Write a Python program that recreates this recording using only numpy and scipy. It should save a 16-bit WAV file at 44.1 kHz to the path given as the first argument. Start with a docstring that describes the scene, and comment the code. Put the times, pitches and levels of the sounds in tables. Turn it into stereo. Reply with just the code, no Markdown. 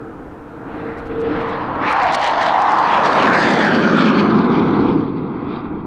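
"""A jet flies low along a valley, right to left, past a pair of spaced microphones on a hillside.
It comes in on a hollow howl, tears past with a turbulent rush and a hiss that steepens into crackling
shocks, and leaves behind the deep roar of its large exhaust eddies. The ground's reflection sweeps
the rush in pitch, and a longer path to the right microphone phases the tail. Underneath sit
a little wind buffeting the microphones, a few close rustles and a faint bed of hiss."""
import sys
import numpy as np
from scipy import signal
from scipy.io import wavfile
from scipy.ndimage import uniform_filter1d, minimum_filter1d

SR = 44100
rng = np.random.default_rng(int(sys.argv[2]) if len(sys.argv) > 2 else 0)


def master(y):
    """Save y as 16-bit WAV."""
    cut = np.clip(np.atleast_2d(y).T, -1, 1)
    pcm = np.round(cut * 32767)  # scale
    wavfile.write(sys.argv[1], SR, pcm.astype(np.int16))


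N = 258426
FRAME, HOP = 1024, 256  # layers are shaped as short-time spectra: HZ down, TIMES across
HZ = np.fft.rfftfreq(FRAME, 1 / SR)[:, None]
TIMES = np.arange(-(-N // HOP) + 1) * HOP / SR

# envelope of the exhaust roar (time [s], level [dB])
ROAR_LEVEL = [(0, -29.5), (0.49, -35.5), (0.8, -26), (1.0, -31.5), (1.3, -23), (1.55, -26.5), (1.85, -23.5),
              (1.95, -33), (2.1, -28), (2.21, -35.5), (2.36, -30), (2.6, -33), (3.1, -24), (3.24, -18),
              (3.45, -19), (4.08, -12), (4.9, -11.5), (5.12, -19), (5.86, -25.5)]
# the roar's colour from ahead (frequency [Hz], gain [dB])
ROAR_EQ_AHEAD = [(25, -35), (60, -4), (110, -2.5), (170, 0.5), (240, -2), (305, 8.5), (370, -5), (460, 3),
                 (600, -15.5), (1000, -21.5), (2500, -71), (8000, -120)]
# its colour from behind (frequency [Hz], gain [dB])
ROAR_EQ_BEHIND = [(25, -33), (60, -17), (105, -12), (150, -4), (205, 6), (245, 0.5), (295, 5), (360, -0.5),
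                  (430, -2), (540, -4.5), (1000, -25), (2500, -99.5), (8000, -130)]
# how the nozzle faces the hillside (time [s], blend [0 ahead, 1 behind, more deepens the hump])
NOZZLE_FACING = [(2.6, 0.12), (3.3, 1.2), (4.1, 1.92), (4.9, 0.69), (5.86, 0.66)]
def roar():
    """Noise gains for large exhaust eddies: thin from ahead, a deep hump once the nozzle faces us."""
    level_db, = follow(ROAR_LEVEL)
    behind, = follow(NOZZLE_FACING)
    colour_db = (1 - behind) * curve(ROAR_EQ_AHEAD) + behind * curve(ROAR_EQ_BEHIND)
    return levelled(colour_db, level_db, band_hz=(110, 480))


# envelope of the rush of air and exhaust (time [s], level [dB])
RUSH_LEVEL = [(0, -39.5), (0.45, -39.5), (0.75, -32.5), (1.22, -32.5), (1.35, -25), (1.77, -21.5),
              (1.92, -18), (2.9, -14), (3.3, -16), (4.25, -19.5), (4.85, -22.5), (5.1, -34), (5.56, -30),
              (5.86, -36)]
# its midrange colour (frequency [Hz], gain [dB])
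RUSH_EQ = [(150, -36), (400, -6.5), (560, 3.5), (720, 3), (1000, 2), (1400, -3.5), (1850, -11.5),
           (2400, -19.5), (3300, -31), (7000, -69.5), (12000, -110)]
# the band that the ground's reflection reinforces (time [s], centre [Hz], lift [dB])
GROUND_SWEEP = [(0.3, 1360, 4.5), (1.1, 1360, 4), (1.5, 1110, 2), (1.9, 1088, 9), (2.2, 840, 9.5),
                (2.5, 873, 9.5), (2.8, 895, 8.5), (3.15, 1103, 3), (3.4, 1120, -0.5), (4.25, 900, -3.5),
                (4.8, 848, 3), (5.5, 777, 0.5)]
def rush(half_width_hz=207):
    """Noise gains for broad turbulence; the ground's reflection lifts a sliding band and cuts below."""
    level_db = follow(RUSH_LEVEL)[0] + 0.039 * surges()
    centre_hz, lift_db = follow(GROUND_SWEEP)
    offset = np.log((HZ + 1) / centre_hz) / np.log(1 + half_width_hz / centre_hz)  # in half-widths
    ridge = np.exp(-.5 * np.where(offset < 0, offset / 0.89, offset) ** 2)  # steeper on the low side
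    trough = 0.52 * np.exp(-.5 * (offset + 2.08) ** 2)
    ripple_db = patches(frames=22, bins=4)  # uneven ground adds drifting ripples
    colour_db = curve(RUSH_EQ) + lift_db * (ridge - trough) + ripple_db
    return levelled(colour_db, level_db, band_hz=(600, 1800))


# envelope of the tearing hiss (time [s], level [dB])
HISS_LEVEL = [(0, -68), (0.35, -64), (0.6, -62.5), (1.15, -49.5), (1.78, -45), (1.86, -32.5), (2.0, -30.5),
              (2.5, -31.5), (2.62, -35.5), (2.78, -33), (3.12, -31.5), (3.38, -28), (3.74, -27.5),
              (3.88, -31.5), (4.03, -27), (4.2, -35.5), (4.36, -38.5), (5.15, -52.5), (5.86, -58.5)]
# its base colour (frequency [Hz], gain [dB])
HISS_EQ = [(500, -37.5), (1200, -4.5), (1800, 3.5), (2200, 0.5), (2700, -2), (3400, -6), (4500, -9),
           (5600, -11), (7500, -11.5), (10000, -10.5), (12500, -25), (16000, -33)]
def hiss(nearest_s=3.13, nearest_m=137, speed_m_per_s=144):
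    """Noise gains for fine eddies: distance dulls the top, gusts flutter it, the ground ripples it."""
    level_db = follow(HISS_LEVEL)[0] + surges()
    path_m = np.hypot(nearest_m, speed_m_per_s * (TIMES - nearest_s))
    absorption = 0.14 * path_m
    beam = 3.0 * bell(3.52, 0.45)  # the finest eddies beam their top at the hillside just past abeam
    top_weight = np.clip((HZ - 4000) / 4000, 0, 1.6)
    top_db = (0.38 * surges() + beam - absorption) * top_weight
    gusts_db = 2.2 * patches(frames=9, bins=12) + 1.5 * patches(frames=4, bins=200)
    ground_db = 0.4 * patches(frames=50, bins=4)
    db_per_octave = swing(before=-3.6, after=3.3, middle_s=4.0, width_s=2.8)  # brighter from behind
    tilt_db = db_per_octave * np.clip(np.log2((HZ + 1) / 3000), -.6, .7)
    colour_db = curve(HISS_EQ) + top_db + tilt_db + ground_db
    return levelled(colour_db, level_db, band_hz=(2200, 5000)) * amp(gusts_db)


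# swells in the hiss (time [s], length [s], lift [dB])
AIR_SURGES = [(0.793, 0.15, 11.5), (1.346, 0.14, 6.5), (1.507, 0.16, 8), (1.882, 0.04, 3.5),
              (2.148, 0.02, 10.5), (2.239, 0.04, 7.5), (2.447, 0.076, 7.5), (3.061, 0.041, 6),
              (3.214, 0.078, 2.5), (3.42, 0.11, 3), (3.495, 0.045, 0), (3.621, 0.039, 4.5),
              (4.196, 0.08, 4), (4.585, 0.08, 6.5), (4.868, 0.23, 8.5), (5.552, 0.13, 13)]
def surges():
    """The lift in dB as moving air carries the hiss over more strongly."""
    return sum(lift_db * bell(s, length) for s, length, lift_db in AIR_SURGES)


def shocks(per_s=1400, spread_db=4.2, clump_db=3.5):
    """A random train of shock fronts that come in clumps, mostly small, a few large."""
    clumps = slow_noise(60, N)
    size_db = spread_db * np.minimum(rng.exponential(1, N), 3.5) + clump_db * np.clip(clumps, -2, 2)
    train = amp(size_db) * (rng.random(N) < per_s / SR)
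    return spectra(unit_rms(train - train.mean()))


# how much of the hiss is crackle (time [s], share of the power at 4 kHz [0-1])
CRACKLE_MIX = [(1.7, 0), (1.9, 0.6), (2.25, 0.72), (2.9, 0.3), (3.5, 0.5), (4.3, 0.4)]
def crackle():
    """The texture of the hiss: smooth noise that steepens into shocks, mostly in the treble."""
    share = np.clip(follow(CRACKLE_MIX)[0] * np.minimum(HZ / 4000, 1.5), 0, 1)
    return np.sqrt(1 - share) * white() + np.sqrt(share) * shocks()


# sharp cracks in the crackle (time [s], relative level [dB], tilt of the top [dB/octave])
CRACK_HITS = [(1.8887, -35, -5), (1.901, -29, 17), (1.9172, -29, 18), (1.9278, -20.5, 15), (1.976, -38, 1),
              (2.006, -33, -7), (2.0337, -21, -17), (2.0703, -28, -8), (2.1238, -20, 0),
              (2.1495, -12.5, 12), (2.197, -27, -4), (2.2155, -20, -5), (2.2434, -15, -6),
              (2.2654, -18, -3), (2.2763, -18.5, 6), (2.3118, -25, -2), (2.4243, -22, -3),
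              (2.4313, -22, -2), (2.6215, -21, -2), (2.7202, -21, 2), (2.7872, -24, -2), (3.3353, -24, 2),
              (3.485, -22, -5), (3.51, -20, -3), (3.5932, -26, -5), (3.973, -24, -6), (4.1724, -33, -8)]
# their colour (frequency [Hz], gain [dB])
CRACK_EQ = [(300, -14), (1500, -13), (3000, -4), (4800, -1), (6500, -6), (9000, -15), (11000, -26),
            (13000, -38.5), (16000, -42)]
def cracks(tilt_from_hz=7500):
    """Sharp cracks in the crackle, with a bright, overload-like splatter as the jet arrives."""
    hits = [row[:2] for row in CRACK_HITS]
    snaps = bursts(hits, CRACK_EQ, spread_s=0.008, minor_db=-14.0, count=22)
    bright_db = follow(CRACK_HITS)[1] * np.maximum(np.log2((HZ + 1) / tilt_from_hz), 0)
    return amp(18.0 + bright_db) * snaps


# blasts on the approach and arrival (time [s], length [s], level [dB])
BLAST_SWELLS = [(0.91, 0.17, -37), (1.362, 0.11, -32), (1.902, 0.13, -21), (2.037, 0.076, -22)]
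# their colour (frequency [Hz], gain [dB])
BLAST_EQ = [(500, -25.5), (1000, 2.5), (1450, 4.5), (1900, 2.5), (2400, -5), (3000, -23), (4500, -32),
            (8000, -60), (14000, -91)]
def blasts(churn_db=3.0):
    """Noise gains for churning midrange gusts that run ahead of the jet."""
    envelope = sum(amp(level_db) * bell(s, length) for s, length, level_db in BLAST_SWELLS)
    churn = amp(churn_db * patches(frames=4, bins=14))
    return envelope * levelled(curve(BLAST_EQ), 0, band_hz=(1000, 2500)) * churn


# envelope of the howl's upper tone (time [s], level [dB])
HOWL_ENVELOPE = [(0.5, -43), (0.78, -34), (0.85, -25), (0.96, -35.5), (1.15, -23), (1.23, -19), (1.46, -23),
                 (1.62, -31.5), (2, -69)]
def howl(upper_hz=457, lower_hz=300):
    """Two hollow, rough tones thrown forward by the jet; the lower one swells only briefly."""
    t = np.arange(N) / SR
    upper_gain = amp(np.interp(t, *np.transpose(HOWL_ENVELOPE)))
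    lower_gain = amp(-25) * bell(1.3, 0.076, t)
    upper = tone(upper_hz, upper_gain, waver_hz=38, waver=0.42)
    lower = tone(lower_hz, lower_gain, waver_hz=32, waver=0.78)
    return upper + lower


# glide of the whine (time [s], pitch [Hz], level [dB])
WHINE_GLIDE = [(1.699, 1000, -63), (1.9, 843, -22.5), (2.101, 697, -16.5), (2.24, 616.2, -24.5),
               (2.38, 658.4, -21.5), (2.499, 733.3, -16.5), (2.75, 860.7, -20.5), (3.028, 1010, -24.5),
               (3.32, 1070, -22), (3.6, 1078, -63)]
def whine():
    """A breathy tone under the ground's reinforced band: it dips as the jet nears, then climbs."""
    s, hz, level_db = np.transpose(WHINE_GLIDE)
    t = np.arange(N) / SR
    return tone(np.interp(t, s, hz), amp(np.interp(t, s, level_db)), waver_hz=65, waver=1.5)


# stereo balance at full shade (frequency [Hz], left minus right [dB])
SHADE_BALANCE = [(40, -12.5), (130, -4.5), (250, -13), (340, 1), (450, -17), (560, -6.5), (690, -13),
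                 (810, -10), (1050, -21), (1260, -14), (1580, -11), (1820, -19.5), (2250, -19), (2650, -14),
                 (8000, -5)]
# phase shift at full shade (frequency [Hz], lead of the left [rad])
SHADE_PHASE = [(50, 0.5), (200, -1.1), (300, -0.5), (420, -3), (560, 2.44), (900, -1.3), (1300, -1.8),
               (3000, 0.5), (8000, -0.7)]
# when the longer path to the right microphone takes over (frequency [Hz], crossfade midpoint [s])
LONG_PATH_ENTRY = [(700, 3.59), (1900, 3.08), (3000, 4.8), (5000, 4.8)]
# diffuse wash off the hillside (frequency [Hz], send level [dB])
HILLSIDE_SCATTER = [(40, -19), (200, -27), (450, -15), (1000, -4.5), (3000, -8), (6000, 0.5), (12000, -3)]
def microphones(direct, noise_gain):
    """The jet in stereo: the left is shaded at first; later a longer path takes over on the right."""
    shading = swing(before=0.9, after=0.076, middle_s=2.85, width_s=0.52)
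    balance = amp(shading * curve(SHADE_BALANCE))
    pan = np.array([balance, np.ones_like(balance)]) / np.sqrt((1 + balance ** 2) / 2)
    left_phase = np.exp(1j * shading * curve(SHADE_PHASE))
    long_share = swing(before=0.056, after=0.75, middle_s=curve(LONG_PATH_ENTRY), width_s=0.78)
    long_ms = swing(before=0.28, after=0.856, middle_s=3.564, width_s=0.61)
    paths = (1 - long_share) * delay(ms=0.032) + long_share * delay(long_ms)
    right_phase = np.exp(1j * np.angle(paths))
    scattered = noise_gain * amp(curve(HILLSIDE_SCATTER)) * np.array([white(), white()])
    heard = pan * direct * np.array([left_phase, right_phase]) + np.sqrt(pan) * scattered
    phasing_db = phasing()
    return heard * amp([0.1 * phasing_db + comb(), phasing_db])  # just a trace of phasing on the left


# gliding peaks and notches (start [s], end [s], from [Hz], to [Hz], width [Hz], lift [dB])
PHASING_BANDS = [(2.2, 3.35, 2650, 1900, 260, -5), (3.3, 4.4, 720, 540, 280, -5),
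                 (3.4, 4.3, 1200, 850, 240, -4), (3.68, 4.15, 2150, 1880, 260, -6),
                 (3.22, 3.53, 1580, 1700, 280, 9), (3.6, 4.0, 1680, 1370, 300, 8.5),
                 (3.97, 4.4, 1400, 1200, 300, 4), (3.1, 3.63, 3550, 2750, 380, -8),
                 (3.6, 4.85, 2700, 2780, 360, -9), (3.45, 3.9, 3500, 3100, 380, 4),
                 (3.5, 4.35, 4000, 3550, 400, -9), (3.4, 4.4, 4850, 4200, 400, 5.5),
                 (3.3, 4.2, 5450, 4850, 350, -10)]
def phasing():
    """The lift in dB as the paths to the right microphone reinforce or cancel in gliding bands."""
    total_db = 0
    for start, end, start_hz, end_hz, width_hz, lift_db in PHASING_BANDS:
        progress = (TIMES - start) / (end - start)
        centre_hz = start_hz + (end_hz - start_hz) * np.clip(progress, 0, 1)
        fade = .5 ** ((2 * progress - 1) ** 6)
        total_db = total_db + lift_db * fade * bell(centre_hz, width_hz, HZ)
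    return total_db


# comb filter as the jet arrives (time [s], notch spacing [Hz], boost and cut [dB])
REFLECTION_COMB = [(1.3, 540, 1), (1.9, 540, 2.5), (2.2, 556, 1), (2.5, 575, 0), (2.9, 620, -1)]
def comb():
    """The lift in dB as a nearby reflection cuts evenly spaced notches in the left midrange."""
    spacing_hz, depth_db = follow(REFLECTION_COMB)
    midrange = np.interp(HZ, [700, 1000, 2300, 3200], [0, 1, 1, 0])
    return -depth_db * midrange * np.cos(2 * np.pi * HZ / spacing_hz)


# gusts on the microphones (time [s], length [s], relative level [dB])
WIND_GUSTS = [(0.3, 0.35, -44.5), (0.723, 0.11, -44), (1.023, 0.17, -38), (1.29, 0.39, -36.5),
              (1.86, 0.68, -45.5), (3.403, .35, -53.5), (5.83, 0.44, -40.5)]
# their rumble (frequency [Hz], gain [dB])
WIND_EQ = [(5, -10), (22, -0.5), (45, -4), (90, -5), (200, -39), (800, -68)]
def wind():
    """Low buffets over a calm floor, unrelated at the two microphones."""
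    envelope = amp(-54.5) + sum(amp(level_db) * bell(s, length) for s, length, level_db in WIND_GUSTS)
    return envelope * levelled(curve(WIND_EQ), -0.92, band_hz=(15, 60)) * np.array([white(), white()])


# small rustles (time [s], relative level [dB])
RUSTLE_HITS = [(.992, -47), (1.068, -49), (1.208, -45), (1.418, -48), (1.496, -46)]
# their crisp colour (frequency [Hz], gain [dB])
RUSTLE_EQ = [(1000, -19), (4000, 15), (8500, 3), (11500, -2), (16000, -22)]
def rustles():
    """Faint clusters of ticks close to the microphones."""
    return amp(3.0) * bursts(RUSTLE_HITS, RUSTLE_EQ, spread_s=.008, minor_db=-5.0, count=60)


# the bed of hiss before it fades (frequency [Hz], gain [dB])
BED_EQ = [(4000, -57), (9000, -63.5), (15000, -69)]
def hiss_bed(hold_s=0.81, fade_db_per_s=6):
    """A faint, even hiss that fades away as the jet passes."""
    fade_db = fade_db_per_s * np.maximum(TIMES - hold_s, 0)
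    return amp(curve(BED_EQ) - fade_db) * np.array([white(), white()])


def amp(db):
    """Decibels to gain."""
    return 10 ** (np.asarray(db) / 20)


def unit_rms(x):
    """Scales to rms 1."""
    return x / np.sqrt(np.mean(x ** 2) + 1e-20)


def curve(points):
    """A frequency table's value at every bin."""
    hz, value = np.transpose(points)
    return np.interp(np.log(HZ + 1), np.log(hz + 1), value)


def follow(rows):
    """The columns of an automation table at every frame."""
    s, *columns = np.transpose(rows)
    return [np.interp(TIMES, s, column) for column in columns]


def bell(centre, width, axis=TIMES):
    """A bell of height 1, with this full width at half height."""
    return .5 ** ((2 * (axis - centre) / width) ** 2)


def swing(before, after, middle_s, width_s):
    """A smooth move from one value to another as the jet's bearing swings round."""
    return before + (after - before) * (1 + np.tanh((TIMES - middle_s) / width_s)) / 2


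def spectra(x):
    """Short-time spectra, bins by frames."""
    return signal.stft(x, nperseg=FRAME, noverlap=FRAME - HOP)[2]


def white():
    """Short-time spectra of fresh white noise."""
    return spectra(rng.standard_normal(N))


def slow_noise(cutoff_hz, shape):
    """Low-passed noise for modulation, rms 1."""
    lowpass = signal.butter(2, cutoff_hz, fs=SR, output="sos")
    return unit_rms(signal.sosfilt(lowpass, rng.standard_normal(shape)))


def levelled(colour_db, level_db, band_hz):
    """Gains that give white noise this colour, with this level inside the band."""
    gain = amp(colour_db)
    inside = (HZ >= band_hz[0]) & (HZ <= band_hz[1])
    return amp(level_db) * gain / np.sqrt((gain ** 2 * inside).mean(0))


def patches(frames, bins):
    """Smooth random patches over time and frequency, rms 1."""
    field = rng.standard_normal((len(HZ), len(TIMES)))
    for _ in range(2):
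        field = uniform_filter1d(uniform_filter1d(field, frames, axis=1), bins, axis=0)
    return unit_rms(field)


def delay(ms):
    """The phase turn of a delay at every bin."""
    return np.exp(-2j * np.pi * HZ * ms / 1000)


def bursts(hits, eq, spread_s, minor_db, count):
    """Each hit is one sharp click in a cluster of minor ones."""
    s, level_db = np.transpose(hits)
    lag, size = rng.standard_normal((len(s), 2, count)).transpose(1, 0, 2)
    minor = np.arange(count) > 0
    onsets = np.round((s[:, None] + minor * spread_s * lag) * SR).astype(int)
    size = amp(level_db)[:, None] * np.where(minor, amp(minor_db) * size, 1)
    return spectra(np.bincount(onsets.ravel(), size.ravel(), N)) * amp(curve(eq))


def tone(hz, gain, waver_hz, waver):
    """A narrow tone, unsteady in level and phase."""
    real, imaginary = slow_noise(waver_hz, (2, N))
    carrier = np.exp(2j * np.pi * np.cumsum(hz * np.ones(N)) / SR)
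    wave = (1 + waver * (real + 1j * imaginary)) * carrier
    return spectra(gain * unit_rms(wave.real))


def scene():
    """The jet through the microphone pair, over wind, small rustles and the bed of hiss."""
    body_gain = np.sqrt(roar() ** 2 + rush() ** 2 + blasts() ** 2)
    hiss_gain = hiss()
    tearing = hiss_gain * crackle()
    jet = body_gain * white() + tearing + cracks() + howl() + whine()
    mix = microphones(jet, np.hypot(body_gain, hiss_gain)) + wind() + rustles() + hiss_bed()
    return signal.istft(mix, nperseg=FRAME, noverlap=FRAME - HOP)[1][..., :N]


def record(dry):
    """A quick limiter holds the highest peaks at full scale; a steep low-pass trims the top."""
    allowed = 1 / np.maximum(abs(dry).max(0), 1)
    gain = uniform_filter1d(minimum_filter1d(allowed, size=161), size=161)
    lowpass = signal.firwin(511, 15700, window=("kaiser", 9), fs=SR)
    return signal.oaconvolve(dry * gain, lowpass[None], "same")


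dry = scene()
out = record(dry)
master(out)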